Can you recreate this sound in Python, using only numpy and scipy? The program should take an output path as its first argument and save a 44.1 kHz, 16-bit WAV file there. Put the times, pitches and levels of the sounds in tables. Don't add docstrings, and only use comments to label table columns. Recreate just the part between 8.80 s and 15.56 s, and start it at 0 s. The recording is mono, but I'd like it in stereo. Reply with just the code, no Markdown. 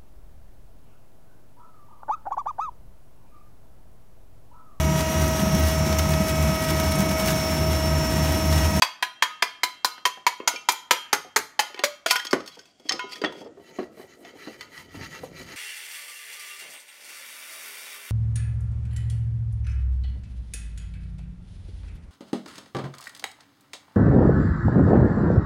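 import sys
import numpy as np
from scipy import signal
from scipy.fft import rfft, irfft, next_fast_len
from scipy.io import wavfile

SR = 44100
rng = np.random.default_rng(int(sys.argv[2]) if len(sys.argv) > 2 else 0)


def int16_out(signal):
    q = np.round(np.clip(np.atleast_2d(signal).T, -1, 1) * 32767)
    wavfile.write(sys.argv[1], SR, q.astype(np.int16))


N = 298094


def amp(db):
    return 10 ** (np.asarray(db) / 20)


def unit_rms(x):
    return x / np.sqrt(np.mean(x ** 2) + 1e-20)


def at_hz(table, hz, column=1):
    rows = np.array(table)
    return np.interp(np.log(np.maximum(hz, 1)), np.log(rows[:, 0]), rows[:, column])


def curve_db(table):
    time_s, db = np.transpose(table)
    return np.interp(np.arange(N) / SR, time_s, db, left=-99, right=-99)


def drift(rate_hz):
    pole = np.exp(-80 * np.pi * rate_hz / SR)
    slow = signal.lfilter([1], [1, -2 * pole, pole * pole], rng.standard_normal(N // 40 + 2002))[2000:]
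    return np.interp(np.arange(N) / 40, np.arange(len(slow)), unit_rms(slow))


def noise(spectrum, channels=2):
    size = next_fast_len(N)
    gain = amp(at_hz(spectrum, np.fft.rfftfreq(size, 1 / SR)))
    return unit_rms(irfft(rfft(rng.standard_normal((channels, size))) * gain, size)[:, :N])


def butter(x, order, hz, kind):
    return signal.sosfilt(signal.butter(order, hz, kind, fs=SR, output="sos"), x)


def half_octaves(x):
    edges_hz = 70 * 2 ** np.arange(0, 8.1, .5)
    for k, (low, high) in enumerate(zip(edges_hz, edges_hz[1:])):
        yield np.sqrt(low * high), (-1) ** k * butter(x, 2, [low, high], "band")


def add(out, start_s, sound):
    i = round(start_s * SR)
    out[..., i:i + sound.shape[-1]] += sound[..., :N - i]


def ringing(t, hz, db, t60_s):
    hz, db, t60_s = (np.atleast_1d(v)[:, None] for v in (hz, db, t60_s))
    return amp(db - 60 * t / t60_s) * np.sin(2 * np.pi * hz * t)


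# frequency in Hz, density in dB.
SITE_SPECTRUM = [(15, -37.5), (25, -24), (313, -10.5), (496, -18.5), (669, -10.5), (766, -12), (952, -34),
                 (3230, -25), (3910, -29), (7300, -28.5), (16500, -65)]


def site_hiss():
    return amp(-64 + 0.45 * drift(7.3)) * noise(SITE_SPECTRUM)


# frequency in Hz, density in dB.
WIND_SPECTRUM = [(12, -45), (20, -21.5), (91, 2.5), (128, -1), (163, 5.5), (216, -7.5), (300, -4.5),
                 (390, -16), (660, -120)]
# time in s, level in dB.
GUST_LEVELS = [(4.7, -70.5), (5.45, -71), (5.93, -59.5), (6.02, -51), (6.07, -58), (6.22, -39.5),
               (6.36, -58), (6.46, -45.5), (6.62, -49.5), (6.76, -54)]


def wind_and_shudder():
    shudder, t = np.zeros(N), np.arange(SR // 2) / SR
    offset_db, t60_s = -35, 0.48
    for start_s, db, *_ in PLANK_KNOCKS:
        add(shudder, start_s, amp(db + offset_db - 60 * t / t60_s))
    gusts = amp(curve_db(GUST_LEVELS) + 3 * drift(18))
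    return (gusts + shudder) * noise(WIND_SPECTRUM)


# frequency in Hz, near-wall t60 in s, near-wall level in dB,
# far-wall t60 in s, far-wall level in dB, side-to-mid ratio.
ECHO_BANDS = [(103.5, 0.27, -19.5, 0.88, -21.5, 0.18), (394, 0.19, -7.5, 0.25, -21, 0.2),
              (1510, 0.19, -9.5, 0.93, -17.5, 1), (5300, 0.34, -10, 0.36, -24.5, 0.99),
              (15100, 0.3, -18.5, 0.09, -23.5, 0.1)]


def wall_echo(x, patterns=6):
    t, hop = np.arange(SR // 2) / SR, SR // 10
    tails = 0
    for hz, band in half_octaves(rng.standard_normal((patterns, 2, len(t)))):
        near_s, near_db, far_s, far_db, side = (at_hz(ECHO_BANDS, hz, c) for c in range(1, 6))
        decay = sum(amp(db - 60 * t / t60_s) / np.sqrt(t60_s * SR / np.log(1e6))
                    for t60_s, db in [(near_s, near_db), (far_s, far_db)])
        to_stereo = np.array([[1, side], [1, -side]]) / np.hypot(1, side)
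        tails = tails + to_stereo @ band * decay
    tails = tails * (1 - np.exp(-t / 0.0015))
    out, padded = np.zeros((2, N + hop)), np.pad(x, (hop, 2 * hop))
    fade = signal.windows.hann(2 * hop, sym=False)
    for k, i in enumerate(range(0, N + hop, hop)):
        echo = signal.fftconvolve((padded[i:i + 2 * hop] * fade)[None], tails[k % patterns], axes=1)
        out[:, i:i + echo.shape[1]] += echo[:, :N + hop - i]
    return out[:, hop:]


# frequency in Hz, left minus right in dB.
PORT_BALANCE = [(60, 10.5), (110, 10), (200, 0), (380, 2), (700, 1), (1290, 3.5), (2380, 1), (4400, 6),
                (8120, 7.5), (15000, 2)]
# frequency in Hz, left lead in radians.
PORT_PHASE = [(150, 0), (600, .2), (1550, 0.5), (2150, 0.1), (4050, 1.2), (5000, 0.2), (6980, -0.8),
              (8530, 0.0), (10200, -2.1), (11500, -0.4), (12000, -3.5), (13100, -12.9), (14200, -14.8),
              (14800, -19.2), (16400, -18.5)]


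def microphone_ports(x):
    size = next_fast_len(N)
    hz = np.fft.rfftfreq(size, 1 / SR)
    left = amp(at_hz(PORT_BALANCE, hz) / 2) * np.exp(.5j * at_hz(PORT_PHASE, hz))
    return irfft(rfft(x, size) * np.array([left, 1 / left]), size)[:, :N]


# frequency in Hz, density in dB.
RUMBLE_SPECTRUM = [(59, -54.5), (100, -10), (340, 2), (560, -3), (656, -6), (1120, -29.5), (1310, -12),
                   (1500, -26.5), (1950, -53.5), (3300, -120)]
# time in s, rumble level in dB.
RUMBLE_LEVELS = [(3.55, -58), (3.78, -77), (4.06, -91), (4.2, -59), (4.63, -44.5), (4.79, -60.5),
                 (5.06, -48), (5.26, -63.5), (5.47, -49), (5.6, -57), (6.2, -59), (6.34, -51.5),
                 (6.76, -53.5)]


def plank_rumble():
    return amp(curve_db(RUMBLE_LEVELS) + 2 * drift(18)) * noise(RUMBLE_SPECTRUM, channels=1)[0]


def friction(level_db, spectrum, resonances, lumps_db):
    grains = noise(spectrum) * amp(2.2 * drift(250) + lumps_db * drift(30))
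    out = amp(-5.5) * grains
    for hz, width_hz, db in resonances:
        pole = np.exp(-np.pi * width_hz / SR)
        gain = (1 - pole * pole) / 2
        feedback = [1, -2 * pole * np.cos(2 * np.pi * hz / SR), pole * pole]
        ring = signal.lfilter([gain, 0, -gain], feedback, grains)
        out = out + amp(db + 6 + 3.5 * drift(12)) * ring
    return amp(level_db) * unit_rms(out)


# time in s, level in dB.
CRUMB_LEVELS = [(3.27, -29), (3.312, -26), (3.43, -73), (3.728, -51), (3.842, -55), (3.95, -70.5),
                (4.1, -54), (4.258, -67), (4.322, -38.5), (4.474, -62), (4.604, -47.5), (4.68, -68.5)]
# frequency in Hz, density in dB.
CRUMB_SPECTRUM = [(1240, -45.5), (2100, -4), (3070, -11), (3690, -13.5), (5150, -13), (14000, -28)]
# centre in Hz, width in Hz, relative gain in dB.
CRUMB_RESONANCES = [(3040, 45, -16), (3320, 42, 6.5), (4660, 160, 0.5), (5240, 46, 0.5), (6120, 67, -6.5)]


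def crumbs():
    return friction(curve_db(CRUMB_LEVELS), CRUMB_SPECTRUM, CRUMB_RESONANCES, lumps_db=2.5)


# end of rise in s, hold in s, scrape level in dB, hiss level in dB.
SCRAPE_STROKES = [(4.623, 0.0077, -71, -80), (4.819, .03, -62.5, -71), (4.881, 0.022, -50.5, -67),
                  (4.966, 0.073, -49.5, -67), (5.199, 0.027, -51.5, -58), (5.302, 0.029, -51.5, -68),
                  (5.408, 0.011, -70, -61.5), (5.481, 0.012, -48.5, -64), (5.6, 0.14, -46, -61.5),
                  (5.818, 0.0077, -45.5, -59.5), (5.975, 0.033, -42.5, -55), (6.153, .05, -43.5, -58),
                  (6.236, 0.014, -35, -55), (6.327, 0.053, -39.5, -57), (6.443, 0.0067, -44, -55),
                  (6.59, 0.036, -39.5, -55.5), (6.695, 0.046, -40, -55.5)]
# frequency in Hz, density in dB.
SCRAPE_SPECTRUM = [(410, -34), (700, -16.5), (1320, -1.5), (1610, -17.5), (2000, 0.5), (2500, -9),
                   (6520, -5), (8000, -43), (10400, -58), (17600, -120)]
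# centre in Hz, width in Hz, relative gain in dB.
SCRAPE_RESONANCES = [(908, 12, 12.5), (1350, 24, -3), (1693, 265, 4.5), (1934, 14, 10), (2330, 210, -3),
                     (2710, 39, 3), (3005, 43, 6.5), (4030, 170, -1.5), (4630, 73, -3), (6670, 310, -17),
                     (7000, 300, 2)]
# frequency in Hz, density in dB.
HISS_SPECTRUM = [(4120, -45), (7000, -13.5), (7880, -0.5), (15100, -4), (16100, -15.5), (16500, -35)]


def scrapes():
    rise_db_per_s, fall_db_per_s, trickle_db, trickle_db_per_s = 199, 260, -13, 38
    peak_s, hold_s, *levels_db = np.array(SCRAPE_STROKES).T[:, :, None]
    t = np.arange(0, N, 32) / SR
    after_s = t - peak_s - hold_s
    shape_db = -rise_db_per_s * np.maximum(peak_s - t, 0) - fall_db_per_s * np.maximum(after_s, 0)
    tail_db = trickle_db - trickle_db_per_s * after_s
    shape_db = np.where(t > peak_s, np.maximum(shape_db, tail_db), shape_db)
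    scrape_db, hiss_db = (np.interp(np.arange(N) / SR, t, np.max(shape_db + db, axis=0))
                          for db in levels_db)
    sand = friction(scrape_db, SCRAPE_SPECTRUM, SCRAPE_RESONANCES, lumps_db=1.1)
    return sand + amp(hiss_db + 1.5 * drift(40)) * noise(HISS_SPECTRUM)


# ratio to the note, relative level in dB.
PLANK_MODES = [(1.0, 5), (1.36, -6.5), (1.9, -2.5), (2.5, -8), (.72, -11.5)]
# start in s, level in dB, note in Hz, relative edge level in dB.
PLANK_KNOCKS = [(1.178, -47, 740, 13), (1.372, -35, 776, -15), (1.629, -44, 655, -10),
                (1.737, -33.5, 459, -22), (2.33, -22.5, 426, 14.5), (2.448, -34.5, 737, -21),
                (2.562, -21, 425, 13.5), (2.899, -44, 590, 0), (3.53, -15.5, 321.6, 3.5),
                (3.602, -31.5, 307, -6), (3.77, -38, 476, -23), (3.998, -47, 359, -25.5),
                (4.054, -39.5, 306, -14), (4.109, -24.5, 776, 3), (4.14, -30.5, 340, -19),
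                (4.241, -33.5, 390, -13), (4.438, -15, 314.6, 0), (4.611, -32.5, 296, -35),
                (4.66, -32.5, 463, -27), (4.773, -38, 404, -38), (4.798, -43, 331, -19),
                (4.987, -17.5, 361, -16), (5.172, -36, 452, -16.5), (5.196, -33, 374, -17),
                (5.239, -39.5, 381, -22), (5.406, -42.5, 274, -30), (5.554, -40, 294, -19),
                (5.672, -27.5, 301, -13), (6.143, -36.5, 286, -21.5), (6.192, -34.5, 266, -24),
                (6.434, -27.5, 493, -25), (6.6, -37, 250, -18)]


def knocks():
    out, t = np.zeros(N), np.arange(SR // 4) / SR
    ratio, mode_db = np.transpose(PLANK_MODES)
    count, ring_cycles, damping_s = len(PLANK_KNOCKS), 25.5, 0.038
    scatter_db = 2 * rng.standard_normal((count, len(ratio)))
    dull = butter(rng.standard_normal((count, len(t))), 2, [230, 700], "band")
    edge = butter(rng.standard_normal((count, len(t))), 2, [800, 2200], "band")
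    snap = 1 + amp(-1 - 60 * t / 0.02)
    attack = 1 - np.exp(-t / .001)
    for k, (start_s, db, hz, edge_db) in enumerate(PLANK_KNOCKS):
        t60_s = ring_cycles / hz + damping_s
        wood = ringing(t, hz * ratio, mode_db - 9 + scatter_db[k], t60_s / ratio ** 1.6).sum(axis=0)
        rattle = amp(7 - 60 * t / (1.42 * t60_s)) * dull[k]
        rattle += amp(edge_db + 3 - 60 * t / (0.88 * t60_s)) * edge[k]
        add(out, start_s, amp(db) * (wood + rattle) * snap * attack)
    return out


# frequency in Hz, relative level in dB, t60 in s.
BLADE_MODES = [(473.5, -14.5, 0.49), (804, -16.5, 0.78), (1003, 1, 0.34), (1250, -2.5, 0.42),
               (1250, -8, 0.88), (1440, 1, 0.41), (1700, -11, 0.13), (2163, 3.5, 0.27), (2580, 6.5, 0.067),
               (2710, -13, 1), (3200, -3.5, 1), (2984, -12.5, 0.73), (3612, -23.5, 1), (3890, -13, .45),
               (4180, -11.5, 0.16), (4700, -11, 0.15), (5700, -18, 0.52), (5770, -26, 0.15),
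               (6660, -12.5, 0.22)]


def blade_rings(starts_s, levels_db, choke, tilt_db_per_octave):
    out, t = np.zeros(N), np.arange(SR // 3) / SR
    hz, mode_db, t60_s = np.transpose(BLADE_MODES)
    grip_damping = np.cos(np.pi / 2 * t / t[-1]) ** 2
    lift_off = 1 - choke * np.exp(-(t / 0.078) ** 2)
    steel = ringing(t, hz, mode_db + tilt_db_per_octave * np.log2(hz / 2000), t60_s)
    steel *= grip_damping * lift_off
    wobble_depth, wobble_step_s, knots = .45, .03, 24
    ramps = np.maximum(1 - abs(t / wobble_step_s - np.arange(knots)[:, None]), 0)
    for start_s, db in zip(starts_s, levels_db):
        gains = amp(db + 3 * rng.standard_normal(len(hz)))
        wobble = 1 + wobble_depth * rng.standard_normal((len(hz), knots)) @ ramps
        next_tap_s = min([tap[0] - start_s for tap in TROWEL_TAPS if tap[0] > start_s + .01] + [1])
        stop = np.clip((next_tap_s - t) / 0.0026, 0, 1)
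        add(out, start_s, gains @ (steel * wobble) * stop)
    return out


def contact_eq_db(hz, thump_db, clink_db, grit_db):
    return at_hz([(190, thump_db + 42), (400, thump_db + 44.5), (700, 0.0051), (3000, 0),
                  (5000, clink_db + 16.5), (7000, clink_db + 10), (9000, grit_db + 26)], hz)


# frequency in Hz, density in dB.
CRACK_SPECTRUM = [(59, -50), (100, -32), (589, -15), (983, -0.5), (1570, -12), (2170, 2.5), (2520, -12.5),
                  (3250, -9.5), (10300, -26.5), (15100, -33), (16500, -49)]
# frequency in Hz, t60 in s before length_scale.
CRACK_DECAY = [(200, 0.039), (1000, 0.042), (4000, 0.082), (12000, 0.095)]


def clay_blows(modes, starts_s, levels_db, tones, colours, length_scale,
               rise_ms, snap_db, modes_db, crack_db, detune, clumping, width):
    out, t = np.zeros((2, N)), np.arange(SR // 7) / SR
    mode_hz, mode_db, mode_t60_s = np.transpose(modes)
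    clumps = np.repeat(rng.standard_normal((len(starts_s), len(t) // 30)), 30, axis=1)
    grit = rng.standard_normal(clumps.shape) * np.exp(clumping * clumps)
    snap = amp(snap_db - 60 * t / 0.006)
    attack = 1 - np.exp(-t * 1000 / rise_ms)
    bursts = []
    for hz, band in half_octaves(grit):
        decay = amp(-60 * t / (length_scale * at_hz(CRACK_DECAY, hz)))
        bursts.append((hz, band * amp(crack_db + at_hz(CRACK_SPECTRUM, hz)) * (snap + decay)))
    for k, colour in enumerate(colours):
        hz = mode_hz * (1 + detune * rng.standard_normal(len(modes)))
        db = mode_db + modes_db + 3 * rng.standard_normal(len(modes)) + contact_eq_db(hz, *colour)
        body = ringing(t, hz, db, np.minimum(mode_t60_s, 1 / 11))
        clay = np.vstack([body, ringing(t, *tones[k])]) * (1 + snap)
        side_gains = width * rng.standard_normal(len(clay))
        ring = np.array([clay.sum(axis=0), side_gains @ clay])
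        crack = sum(burst[[k, k - 1]] * amp(contact_eq_db(centre_hz, *colour))
                    for centre_hz, burst in bursts)
        add(out, starts_s[k], amp(levels_db[k]) * (ring + crack * [[1], [width]]) * attack)
    return out


# frequency in Hz, relative level in dB, t60 in s (capped in clay_blows).
OFFCUT_MODES = [(1166, -15.5, 0.24), (1877, -8, 0.094), (2554, -9.5, 0.036), (2782, -8, .06),
                (3108, -3, .06), (3467, -5, 0.042), (4090, -2.5, 0.013), (4516, -7, 0.039),
                (5317, -6, 0.029), (6466, -10, 0.069), (7750, -19, 0.042)]
# start in s, level in dB, ring in Hz,
# then relative levels in dB of ring, thump, clink, grit and blade.
SHARD_HITS = [(1.6016, -22.5, 1037, -7.5, 16.5, -54, -38.5, -32),
              (1.7601, -28.5, 2370, 2.5, -19.5, 2, -47, -47), (1.9201, -28, 6050, -3, -41, -16, 7, -16),
              (2.944, -22.5, 2300, -16, 0.5, -17.5, -30, -37),
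              (2.961, -31, 3100, -19, -27.5, -16, -26, -30),
              (2.9757, -24.5, 2080, -14, -22, -31, -31.5, -23),
              (2.9918, -13, 754, -19, -11, -18.5, -27.5, -55),
              (3.303, -16, 2165, -5, -19.5, -23, -27, -39.5),
              (3.3088, -2.5, 2390, -13, -55.5, -5.5, -10.5, -30),
              (3.3297, -26.5, 1460, 2, -38.5, -10, -14.5, -36),
              (3.3563, -4, 1482, -14.5, -33, -25, -18.5, -36.5),
              (3.3624, -15, 3270, -10, -43, -3, -19, -33), (3.394, -22.5, 1680, -8.5, -30, -11, -24, -37),
              (3.3988, -19, 1920, -7.5, -48, -11, -21, -40),
              (3.4492, -19.5, 5070, -14, -16, -11, -14.5, -33),
              (3.4685, -22, 3300, -6.5, -26, -0.5, -26.5, -31),
              (3.5093, -26, 4740, -10, -23, -1.5, -11.5, -26),
              (3.5296, -18.5, 1430, -2.5, 14, -0.5, -12, -56), (3.6038, -31, 1280, -4, -4.5, -7, -26, -34),
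              (3.6605, -35, 3700, -12, -25, -4, -11, -26), (3.676, -29, 4350, -10, -35, -5, -12.5, -30),
              (3.727, -49.5, 4000, 1.5, -13, -4.5, -27, -38.5),
              (3.7916, -38, 1525, -6.5, -8, 1.5, -23, -37), (3.8553, -46, 2600, -10, -31.5, 0, -13, -32),
              (3.9976, -48.5, 3330, -4, 1.5, -4, -13, -25), (4.088, -24, 4240, -7, -25, -13, -20, -44),
              (4.093, -7.5, 1847, -18, -18, -4, -30.5, -43.5),
              (4.121, -12.5, 5200, -10.5, -26.5, -4, -23, -34),
              (4.1932, -15, 1455, -14.5, -21, -18, -29, -22),
              (4.3212, -27.5, 5440, -19, -26.5, -10, -20, -26),
              (4.357, -28.5, 1850, -7.5, -22.5, -11, -23, -29),
              (4.4164, -21.5, 4740, -11.5, 8, -13.5, -26.5, -24),
              (4.4455, -7.5, 1848, -15, -20, -19, -39, -61), (4.4586, -18, 3355, -5, -9.5, -19, -45, -46),
              (4.5232, -33, 936, -4.5, -19, -12, -20, -38), (5.449, -31, 714, -8.5, -9, -14.5, -27, -27.5),
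              (5.8089, -23.5, 2023, -9.5, -35, -11, -21, -32),
              (5.977, -27.5, 1935, -10, -24, -10, -33, -34)]


def shards():
    start_s, db, hz, ring_db, thump_db, clink_db, grit_db, blade_db = np.transpose(SHARD_HITS)
    t60_s = np.full_like(hz, 0.064)
    tones = np.transpose([hz, ring_db, t60_s])[:, :, None]
    colours = np.transpose([thump_db, clink_db, grit_db])
    length_scale = np.interp(grit_db, [-40, -10], [0.12, 0.74])[:, None]
    mid, side = clay_blows(OFFCUT_MODES, start_s, db, tones, colours, length_scale,
                           rise_ms=0.47, snap_db=-6, modes_db=-15.5, crack_db=-0.44,
                           detune=0.0083, clumping=0.13, width=0.4)
    return mid + blade_rings(start_s, db + blade_db, choke=0.14, tilt_db_per_octave=-1), side


# frequency in Hz, relative level in dB, t60 in s (capped in clay_blows).
BRICK_MODES = [(1286, -1.5, 0.036), (1343, -26, 0.02), (1399, -9, 0.023), (1700, -24.5, 0.089),
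               (2000, -16, 0.023), (1984, -33, 0.062), (1996, -7, 0.028), (2330, -1, 0.12),
               (2770, -11, 0.036), (3000, -7.5, 0.01), (3211, 8.5, 0.046), (3500, -22, 0.072),
               (4478, 4, 0.0082), (4780, -12, 0.1), (4900, 1, 0.024), (5770, -16, 0.017),
               (6170, -13.5, 0.012), (6320, 5.5, 0.052), (6970, 2.5, 0.25)]
# start in s, level in dB, note in Hz, its level in dB, its t60 in s,
# low overtone in Hz, its level in dB, high overtone in Hz, its level in dB, clink in dB, blade in dB.
TROWEL_TAPS = [(0.021, -1, 1017, -18, 0.13, 2534, -11.5, 4630, -10.5, -17, -41),
               (0.225, -8.5, 1009, -9.5, 0.082, 1674, -11, 4070, -13, -18, -31),
               (0.423, -4.5, 998, -18, .18, 1820, -11, 3990, -14.5, -18, -30.5),
               (0.623, -5, 1006, -15.5, 0.081, 2015, -7.5, 4930, -14.5, -18, -33),
               (0.833, -8.5, 1001, -15, 0.13, 2127, -7.5, 4046, -8, -13, -31),
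               (1.046, -11.5, 1010, -3.5, 0.061, 1080, -18, 4110, -2, -7, -23.5),
               (1.253, -4, 997, -13, 0.11, 1880, -13.5, 4120, -22, -16, -38.5),
               (1.466, -4, 977, -2.5, 0.052, 2230, -17.5, 4340, -16, -17, -37),
               (1.675, -6.5, 962, -7.5, 0.052, 1350, -16.5, 6280, -10.5, -9.5, -26.5),
               (1.887, -4, 953, -4.5, 0.038, 1316, -16.5, 3970, -18, -12, -33),
               (2.109, -3, 980, -4, 0.024, 1300, -13.5, 5660, -16.5, -12, -32),
               (2.329, -10, 838, -4, 0.058, 1134, -12.5, 4800, -24.5, -6.5, -29),
               (2.561, -10.5, 877, -4.5, 0.057, 2140, -9.5, 3300, -18, -3, -43),
               (2.792, -5, 841, -6, 0.081, 1920, -15.5, 3320, -21.5, -13, -34.5),
               (3.037, -5, 582, -7.5, 0.1, 2350, -17, 4250, -16.5, -12.5, -37.5),
               (3.261, -12, 663, -3, 0.051, 1420, -6.5, 3450, -13, -13.5, -27.5)]


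def trowel_taps():
    (start_s, db, note_hz, note_db, note_t60_s,
     low_hz, low_db, high_hz, high_db, clink_db, blade_db) = np.transpose(TROWEL_TAPS)
    overtone_t60_s = np.full_like(start_s, 0.054)
    tones = np.array([[note_hz, low_hz, high_hz], [note_db, low_db, high_db],
                      [note_t60_s, overtone_t60_s, overtone_t60_s]]).transpose(2, 0, 1)
    thump_db = -34 + 2 * start_s
    colours = np.transpose([thump_db, clink_db, clink_db - 6])
    mid, side = clay_blows(BRICK_MODES, start_s, db, tones, colours, length_scale=0.87,
                           rise_ms=1, snap_db=-1.5, modes_db=-20.5, crack_db=5,
                           detune=0.024, clumping=0.43, width=0.56)
    return mid + blade_rings(start_s, db + blade_db, choke=0.46, tilt_db_per_octave=3), side


def scene():
    tap_mid, tap_side = trowel_taps()
    shard_mid, shard_side = shards()
    mid = tap_mid + shard_mid + knocks() + plank_rumble()
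    mid = butter(mid, 3, 170, "high")
    side = butter(tap_side + shard_side, 2, 1400, "high")
    rub = scrapes() + crumbs()
    rub = (rub + 0.069 * rub[::-1]) * amp([[1.1], [-1.1]])
    air = wind_and_shudder() + site_hiss()
    air = air + .2 * air[::-1]
    return microphone_ports(mid) + side * [[1], [-1]] + wall_echo(mid) + rub + air


def record(dry):
    ceiling, stopband_hz = .86, 16750
    rounded = dry / (1 + (dry / ceiling) ** 4) ** .25
    return signal.sosfilt(signal.cheby2(12, 70, stopband_hz, fs=SR, output="sos"), rounded)


dry = scene()
out = record(dry)
int16_out(out)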